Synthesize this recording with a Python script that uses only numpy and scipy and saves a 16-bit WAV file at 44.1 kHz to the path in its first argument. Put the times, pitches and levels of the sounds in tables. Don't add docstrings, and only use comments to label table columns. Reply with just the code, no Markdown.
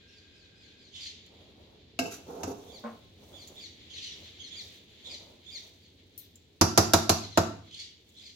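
import sys
import numpy as np
from scipy import signal
from scipy.fft import rfft, irfft, next_fast_len
from scipy.io import wavfile

SR = 44100
rng = np.random.default_rng(int(sys.argv[2]) if len(sys.argv) > 2 else 0)


def persist_wave(psi):
    counts = np.round(np.clip(psi, -1, 1) * 32767).astype(np.int16)
    wavfile.write(sys.argv[1], SR, np.atleast_2d(counts).T)


N = 368235
TIME = np.arange(N) / SR
RING_TIME = TIME[:SR]
CUTOFF_HZ = 15900


def amp(db):
    return 10 ** (np.asarray(db) / 20)


def rms_one(x):
    return x / np.sqrt(np.mean(x ** 2) + 1e-20)


def level_gain(rows):
    s, db = np.transpose(rows)
    return amp(np.interp(TIME, s, db))


def at_hz(points, hz):
    f, value = np.transpose(points)
    return np.interp(np.log(np.maximum(hz, 1)), np.log(f), value)


def butter(x, hz, kind, order=2):
    sos = signal.butter(order, np.clip(hz, 10, SR * .45), kind, fs=SR, output="sos")
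    return signal.sosfilt(sos, x)


def band(x, hz, share, order=1):
    return butter(x, [hz * (1 - share), hz * (1 + share)], "band", order)


def colour(x, spectrum):
    size = x.shape[-1]
    padded = next_fast_len(size, True)
    gain = amp(at_hz(spectrum, np.fft.rfftfreq(padded, 1 / SR)))
    return irfft(rfft(x, padded) * gain, padded)[..., :size]


def drift(rate_hz, size):
    knots = rng.standard_normal(size + 2)
    return np.interp(np.arange(size) * rate_hz / SR, np.arange(size + 2), knots)


# frequency in Hz, left-right correlation.
LIKENESS = [(130, 0.91), (290, .88), (640, 0.36), (1400, 0.077), (4000, 0.064)]


def air(size):
    padded = next_fast_len(size, True)
    alike = np.clip(at_hz(LIKENESS, np.fft.rfftfreq(padded, 1 / SR)), 0, 1)
    mid, side = rfft(rng.standard_normal((2, padded)))
    pair = np.sqrt(1 + alike) * mid + np.sqrt(1 - alike) * side * [[1], [-1]]
    return rms_one(irfft(pair, padded)[:, :size])


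def add(track, s, sound):
    start = int(s * SR)
    track[..., start:start + sound.shape[-1]] += sound[..., :N - start]


def through(x, response):
    return signal.fftconvolve(np.atleast_2d(x), response, axes=-1)[:, :N]


def stroke(s, length_s, attack_s, t60_s):
    build = np.clip((TIME - s) / attack_s, 0, 1)
    return build * amp(-60 * np.clip((TIME - s - length_s) / t60_s, 0, 3))


def strokes(rows, attack_s, t60_s):
    return sum(amp(levels)[:, None] * stroke(s, length_s, attack_s, t60_s)
               for s, length_s, *levels in rows)


def slips(per_s, spread_db):
    sizes = amp(spread_db * np.minimum(rng.exponential(1, N), 4)) * rng.choice([-1, 1], N)
    return rms_one(sizes * (rng.random(N) < per_s / SR))


def ring(modes, spread_hz=1100, build_cycles=1.0):
    out = 0
    for k, (hz, db, t60_s) in enumerate(modes):
        lead = rng.choice([-1, 1]) * np.pi / 4 * min(hz / spread_hz, 1) * np.array([[1], [-1]])
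        build = 1 - np.exp(-RING_TIME * hz / build_cycles)
        envelope = amp(db - 60 * RING_TIME / t60_s) * build
        out = out + (-1) ** k * envelope * np.sin(2 * np.pi * hz * RING_TIME + lead)
    return out


# time in seconds, level in dB.
FLOCK_LEVEL = [(0, -62.5), (1.3, -63), (1.9, -65.5), (3.1, -65), (4.3, -52.5), (5.4, -64.5), (8.35, -78.5)]
ANSWER_DB, ANSWER_LEAD_S, ANSWER_LAG_S = -8, 0.041, 0.078


def flock_gain():
    power = level_gain(FLOCK_LEVEL) ** 2
    for s, length_s, hz, db, *_ in TWO_NOTE_CALLS + PEEPS:
        since = TIME - s - length_s / 2
        nearness = np.exp(-np.maximum(since / ANSWER_LAG_S, -since / ANSWER_LEAD_S))
        power = power + amp(db + ANSWER_DB) ** 2 * nearness * length_s / (ANSWER_LEAD_S + ANSWER_LAG_S)
    return np.sqrt(power)


# time in seconds, level in dB.
RUMBLE_LEVEL = [(0, -61), (2, -58), (4, -57.5), (6, -61.5), (8.35, -63)]
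# frequency in Hz, relative density in dB per Hz.
RUMBLE_COLOUR = [(25, -22.5), (50, -10.5), (88, 3), (130, -8), (220, -6.5), (430, -8.5), (620, -19.5),
                 (1200, -31.5), (4000, -20), (9000, -51), (16000, -50.5)]
# frequency in Hz, relative density in dB per Hz.
FLOCK_COLOUR = [(1400, -19), (2200, -3), (2700, -5.5), (3400, 3.5), (4400, -2.5), (5500, -17),
                (7200, -13.5), (8200, -33.5), (12000, -35.5)]
# frequency in Hz, relative level in dB.
WHISTLE_TONES = [(1604, -0.5), (2500, -3)]
WHISTLE_DB, WHISTLE_ENDS_S, WHISTLE_ATTACK_S, WHISTLE_T60_S = -69.5, 0.79, 0.0093, 0.95


def background(whistle_half_width_hz=25):
    rumble = level_gain(RUMBLE_LEVEL) * rms_one(colour(air(N), RUMBLE_COLOUR))
    flock = flock_gain() * rms_one(colour(air(N), FLOCK_COLOUR)) * amp(2 * drift(22, N))
    whistle = 0
    for hz, db in WHISTLE_TONES:
        edges_hz = [hz - whistle_half_width_hz, hz + whistle_half_width_hz]
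        whistle = whistle + amp(db) * rms_one(butter(air(N), edges_hz, "band", order=1))
    held = stroke(0, WHISTLE_ENDS_S, WHISTLE_ATTACK_S, WHISTLE_T60_S)
    return rumble + flock + amp(WHISTLE_DB) * held * whistle


# frequency in Hz, gain in dB.
THROAT = [(1500, -19), (2300, -10.5), (3200, 4.5), (4600, 0), (5800, -5.5), (7100, -9), (8300, -25.5),
          (11500, -28), (15000, -49)]


def note(length_s, top_hz, drop, harsh, crest, scoop=.22, flutter_db=2.5, half_lines_db=-5):
    size, harsh = int(length_s * SR), np.clip(harsh, 0, 1)
    u = np.linspace(0, 1, size)
    shake, flutter = drift(900, SR)[:size], drift(160, SR)[:size]
    rise, fall = np.maximum(1 - u / crest, 0), np.maximum(u - crest, 0) / (1 - crest)
    arch_hz = top_hz * (1 - scoop * rise ** 2 - drop * fall ** 1.6)
    phase = 2 * np.pi * np.cumsum(arch_hz * (1 + .135 * harsh ** 1.65 * shake)) / SR
    lines = []
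    for k in np.arange(1, 7.5, .5):
        line_hz = k * arch_hz
        lines.append(amp(at_hz(THROAT, line_hz)) * (line_hz < CUTOFF_HZ) * np.sin(k * phase))
    voice = sum(lines[::2]) + harsh * amp(half_lines_db) * sum(lines[1::2])
    swell = np.sqrt(np.abs(np.sin(np.pi * u))) * (1 - rise)
    return rms_one(voice * swell * amp(flutter_db * flutter))


# start in seconds, length in seconds,
# top pitch of the low note in Hz, low note in dB, high note in dB, harshness 0-1.
TWO_NOTE_CALLS = [(0.904, 0.21, 2288, -46.5, -49, 0.86), (2.666, .13, 2390, -55, -57.5, .35),
                  (3.319, .14, 2367, -56.5, -54, 0.43), (3.539, .14, 2392, -50.5, -52.5, 0.47),
                  (3.886, .11, 2193, -48.5, -51.5, 0.7), (3.947, 0.14, 2153, -46, -49, 0.96),
                  (4.044, 0.11, 2047, -51, -49, 0.17), (4.38, .115, 2210, -52, -48, 0.39),
                  (4.498, 0.13, 2388, -47, -47.5, .2), (5.029, .14, 2458, -47, -47.5, 0.58),
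                  (5.448, .145, 2422, -46.5, -50.5, .35), (7.695, 0.16, 2340, -47, -50.5, 0.88),
                  (8.13, 0.19, 2420, -54.5, -56.5, 0.77)]
# start in seconds, length in seconds, top pitch in Hz, level in dB.
PEEPS = [(.05, 0.17, 2730, -65), (0.291, 0.18, 2610, -67.5), (.53, .19, 2520, -66.5),
         (0.759, 0.15, 2474, -64.5), (4.22, .065, 2120, -57.5), (5.79, 0.11, 2450, -69.5),
         (6.159, 0.11, 2104, -65), (7.188, .088, 2400, -49.5), (7.306, 0.077, 2116, -54)]
HIGH_ENDS, LOW_STARTS = .52, .38
HIGH_RATIO = 1.49
HIGH_FALL, LOW_FALL = 0.141, .35
HARSH_HOLDS = .7
HIGH_CREST, LOW_CREST = .48, .26
PEEP_FALL, PEEP_HARSH = .32, .55


def birds():
    out = np.zeros(N)
    for s, length_s, hz, low_db, high_db, harsh in TWO_NOTE_CALLS:
        sag = 1 - HARSH_HOLDS * harsh ** 2
        high = note(HIGH_ENDS * length_s, HIGH_RATIO * hz, HIGH_FALL * sag, harsh, HIGH_CREST)
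        low = note((1 - LOW_STARTS) * length_s, hz, LOW_FALL * sag, harsh, LOW_CREST)
        add(out, s, amp(high_db) * high)
        add(out, s + LOW_STARTS * length_s, amp(low_db) * low)
    for s, length_s, hz, db in PEEPS:
        add(out, s, amp(db) * note(length_s, hz, PEEP_FALL, PEEP_HARSH, LOW_CREST))
    return out


# start in seconds, length in seconds, soft thudding in dB,
# sticky crackle in dB.
FOLDS = [(1.25, 0.49, -63.5, -95), (2.15, 0.78, -57.5, -72), (3.17, 0.43, -61.5, -68),
         (4.14, 0.076, -59.5, -67.5), (4.54, 0.21, -68, -66.5), (5.01, 0.3, -59, -76),
         (5.47, 0.21, -68, -68.5), (7.5, .2, -74, -94), (8.03, 0.26, -79, -78)]
# frequency in Hz, relative density in dB per Hz.
RICE_BODY = [(100, -9), (250, 1.5), (600, 3), (950, -5.5), (1500, -17), (3000, -31.5)]
# frequency in Hz, relative density in dB per Hz.
RICE_CRACKLE = [(2000, -21.5), (6000, 3.5), (10000, -6.5), (14000, -5), (17000, -2.5)]
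FOLD_ATTACK_S, FOLD_T60_S = 0.07, 0.53
SETTLING_DB = -78


def rice():
    thud, crackle = strokes(FOLDS, FOLD_ATTACK_S, FOLD_T60_S)
    crackle = crackle + amp(SETTLING_DB) * (TIME > DRAGS[0][0])
    clumps = rms_one(colour(air(N), RICE_BODY)) * amp(2.7 * drift(35, N))
    clicks = np.array([slips(per_s=2100, spread_db=4.5) for side in range(2)])
    grains = rms_one(colour(clicks, RICE_CRACKLE)) * amp(0.63 * drift(31, N))
    return thud * clumps + crackle * grains


# start in seconds, level in dB, pitch in Hz, t60 in seconds.
TICKS = [(1.262, -59, 7100, .04), (2.797, -59, 12000, .03), (3.474, -48, 6960, 0.1),
         (4.735, -62, 9000, 0.022), (6.177, -43.5, 14000, 0.16), (6.356, -51.5, 7270, 0.064),
         (8.09, -60, 7200, 0.075)]


def ticks(width=0.015, splash_db=-5):
    out = np.zeros((2, N))
    for s, db, hz, t60_s in TICKS:
        noise = air(len(RING_TIME))
        tone = rms_one(band(noise, hz, width))
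        splash = rms_one(butter(noise, 5500, "high"))
        add(out, s, (tone + amp(splash_db) * splash) * amp(db - 60 * RING_TIME / t60_s))
    return out


# frequency in Hz, relative density in dB per Hz.
CLASH = [(200, -10), (350, -4.5), (480, -4.5), (750, -1), (1250, -5), (2000, -18), (3000, -21), (4000, -16),
         (5800, -15), (7200, -12.5), (8300, -27.5), (11500, -20), (15500, -33)]


def clash(level_db=-15, chatter_s=0.0064, t60_s=0.072, crack=1.0, crack_s=0.003):
    envelope = amp(level_db - 60 * np.maximum(RING_TIME - chatter_s, 0) / t60_s)
    noise = rms_one(colour(air(len(RING_TIME)), CLASH))
    bright = butter(noise, 2500, "high", order=1)
    return envelope * (noise + crack * np.exp(-RING_TIME / crack_s) * bright)


# start in seconds, pot in dB, bass boost in dB, treble boost in dB,
# ladle ring in dB, pitch favoured by the contact point in Hz.
KNOCKS = [(1.990, -20, -24, 4.5, -26, 4700), (2.056, -37, 4, -18, -44, 1600),
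          (2.433, -18.5, -2, -5.5, -42.5, 6800), (6.612, 0.5, 1, -3, -32.5, 5200),
          (6.776, 0.5, 0.5, 0.5, -34, 5140), (6.935, 0.5, -2, 0.5, -34.5, 4100),
          (7.094, -4.5, 3, 3.5, -36, 4300), (7.374, 0, -3.5, -9, -37.5, 3980)]
# frequency in Hz, relative level in dB, undamped t60 in seconds.
POT_MODES = [(89.2, -22, 0.28), (107.1, -26.5, 0.23), (156.1, -31.5, .35), (203, -27, 0.11),
             (231, -25, 0.17), (326, -22, 0.17), (366.8, -23, 0.18), (440, -28, 0.16), (561, -31, 0.1),
             (673, -16, .06), (720, -41.5, 0.52), (904, -21, 0.059), (1339.5, -24, 0.1), (1550, -31, .12),
             (2404, -35.5, 0.089), (3530, -40.5, 0.082), (4835, -42, .16), (5012, -43, .16),
             (5190, -51, 0.14), (5800, -32.5, 0.14), (5720, -32.5, 0.15), (5700, -48, .14),
             (6342, -43, .14), (6850, -51.5, 0.078)]
# frequency in Hz, relative level in dB, t60 in seconds.
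LADLE_MODES = [(263, -1, 0.27), (687, -1, 0.16), (1600, -12, 0.23), (2200, -10.5, 0.13), (2680, 3, 0.046),
               (2940, -4, 0.065), (3940, -8.5, 0.071), (5140, -8.5, 0.1), (7520, -9.5, 0.098)]


def knocks(bass_hz=170, treble_hz=2200, lowest_hz=50, contact_gain=1.19, contact_width=0.09):
    out = np.zeros((2, N))
    twins = [(hz * 0.97, db, t60_s) for hz, db, t60_s in LADLE_MODES]
    ladle = ring(LADLE_MODES, build_cycles=2.2) + amp(-4.5) * ring(twins, build_cycles=2.0)
    for s, pot_db, bass_db, treble_db, ladle_db, contact_hz in KNOCKS:
        blow = clash() + amp(2.0) * ring(POT_MODES, build_cycles=0.55)
        blow = blow + (amp(bass_db) - 1) * butter(blow, bass_hz, "low", order=1)
        blow = blow + (amp(treble_db) - 1) * butter(blow, treble_hz, "high", order=1)
        blow = blow + contact_gain * band(blow, contact_hz, contact_width)
        add(out, s, amp(pot_db) * blow + amp(ladle_db) * ladle)
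    return butter(out, lowest_hz, "high")


# start in seconds, length in seconds, grinding in dB,
# scratching in dB.
DRAGS = [(2.0, 0.075, -38, -49), (2.105, 0.038, -50, -43), (2.265, 0.16, -42.5, -60.5),
         (2.46, 0.06, -37.5, -53), (2.56, .17, -53.5, -65)]
DRAG_ATTACK_S, DRAG_T60_S = 0.02, 0.15


def scrape(grind_low_hz=170, grind_high_hz=540, scratch_hz=1500, damping=0.29):
    grind, scratch = strokes(DRAGS, DRAG_ATTACK_S, DRAG_T60_S)
    wall = ring([(hz, db, t60_s * damping) for hz, db, t60_s in POT_MODES])
    body = clash() + amp(5.5) * wall + amp(-30.0) * ring(LADLE_MODES)
    rub = through(slips(per_s=810, spread_db=2.5), body)
    low_rub = rms_one(butter(rub, [grind_low_hz, grind_high_hz], "band", order=1))
    high_rub = rms_one(butter(rub, scratch_hz, "high"))
    return grind * low_rub + scratch * high_rub


# frequency in Hz, damping in 1/s (t60 is 20 over it), relative level in dB.
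STAND = [(228.4, 21, 1), (479, 24, -7), (592, 31, -3.5), (790, 49, -8.5), (1064, 38, -2.5),
         (1490, 110, -8.5), (2220, 28, -21.5)]
SHIFT_S, SHIFT_LENGTH_S, SHIFT_DB, SHIFT_ATTACK_S, SHIFT_T60_S = 2.835, 0.039, -35, 0.015, 0.23


def shift(grit_db=-9, grit_low_hz=500, grit_high_hz=1250):
    push = np.zeros((2, N))
    add(push, SHIFT_S, ring([(hz, db, 20 / damping) for hz, damping, db in STAND]))
    grit = rms_one(butter(slips(per_s=2000, spread_db=1.5), [grit_low_hz, grit_high_hz], "band"))
    envelope = stroke(SHIFT_S, SHIFT_LENGTH_S, SHIFT_ATTACK_S, SHIFT_T60_S)
    return amp(SHIFT_DB) * envelope * (amp(-0.5) * push + amp(grit_db) * grit)


def near_walls(t60_s=0.0111):
    echoes = air(len(RING_TIME)) * amp(-60 * RING_TIME / t60_s)
    return echoes / np.sqrt(np.sum(echoes ** 2) / 2)


# frequency in Hz, t60 in seconds.
ROOM_T60 = [(100, 0.79), (400, 0.38), (1500, 0.46), (5000, 0.54), (9000, 0.32), (15000, 0.26)]
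# frequency in Hz, gain in dB.
ROOM_COLOUR = [(60, -3.5), (250, 0), (800, 0), (5000, -0.5), (14000, -0.5)]


def kitchen(first_echo_s=0.006):
    noise, tail = colour(air(len(RING_TIME)), ROOM_COLOUR), 0
    for hz in 125 * 2 ** np.arange(8):
        split = signal.butter(2, min(hz * np.sqrt(2), SR * .49), fs=SR, output="sos")
        low = signal.sosfiltfilt(split, noise)
        tail = tail + low * amp(-60 * RING_TIME / at_hz(ROOM_T60, hz))
        noise = noise - low
    tail = tail * np.clip(RING_TIME / first_echo_s - 1, 0, 1)
    return tail / np.sqrt(np.sum(tail ** 2) / 2)


# frequency in Hz, left minus right in dB at full share.
BALANCE = [(100, 0), (200, 0.5), (400, -1), (700, -4.5), (1300, 1), (2400, 1.5), (4400, 0.5), (6000, -9.5),
           (8100, 2.5), (14000, 8)]


def lean(pair, share=1):
    sides = []
    for x, sign in zip(pair, (1, -1)):
        sides.append(colour(x, [(hz, sign * share * db / 2) for hz, db in BALANCE]))
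    return np.array(sides)


def scene():
    room = kitchen()
    calls = birds()
    calls = amp(-5) * calls + amp(-1.0) * through(calls, near_walls()) + amp(-4) * through(calls, room)
    touches = ticks() + shift()
    touches = touches + amp(-11) * through(butter(touches, 370, "high"), room)
    pot = knocks() + scrape()
    pot = pot + amp(-9.5) * through(pot, room)
    return lean(pot) + lean(touches + calls + rice() + background(), share=0.91)


def record(dry):
    rounded = 1.128 * np.tanh(dry / 1.098)
    return signal.sosfilt(signal.ellip(10, .2, 80, CUTOFF_HZ, fs=SR, output="sos"), rounded)


dry = scene()
out = record(dry)
persist_wave(out)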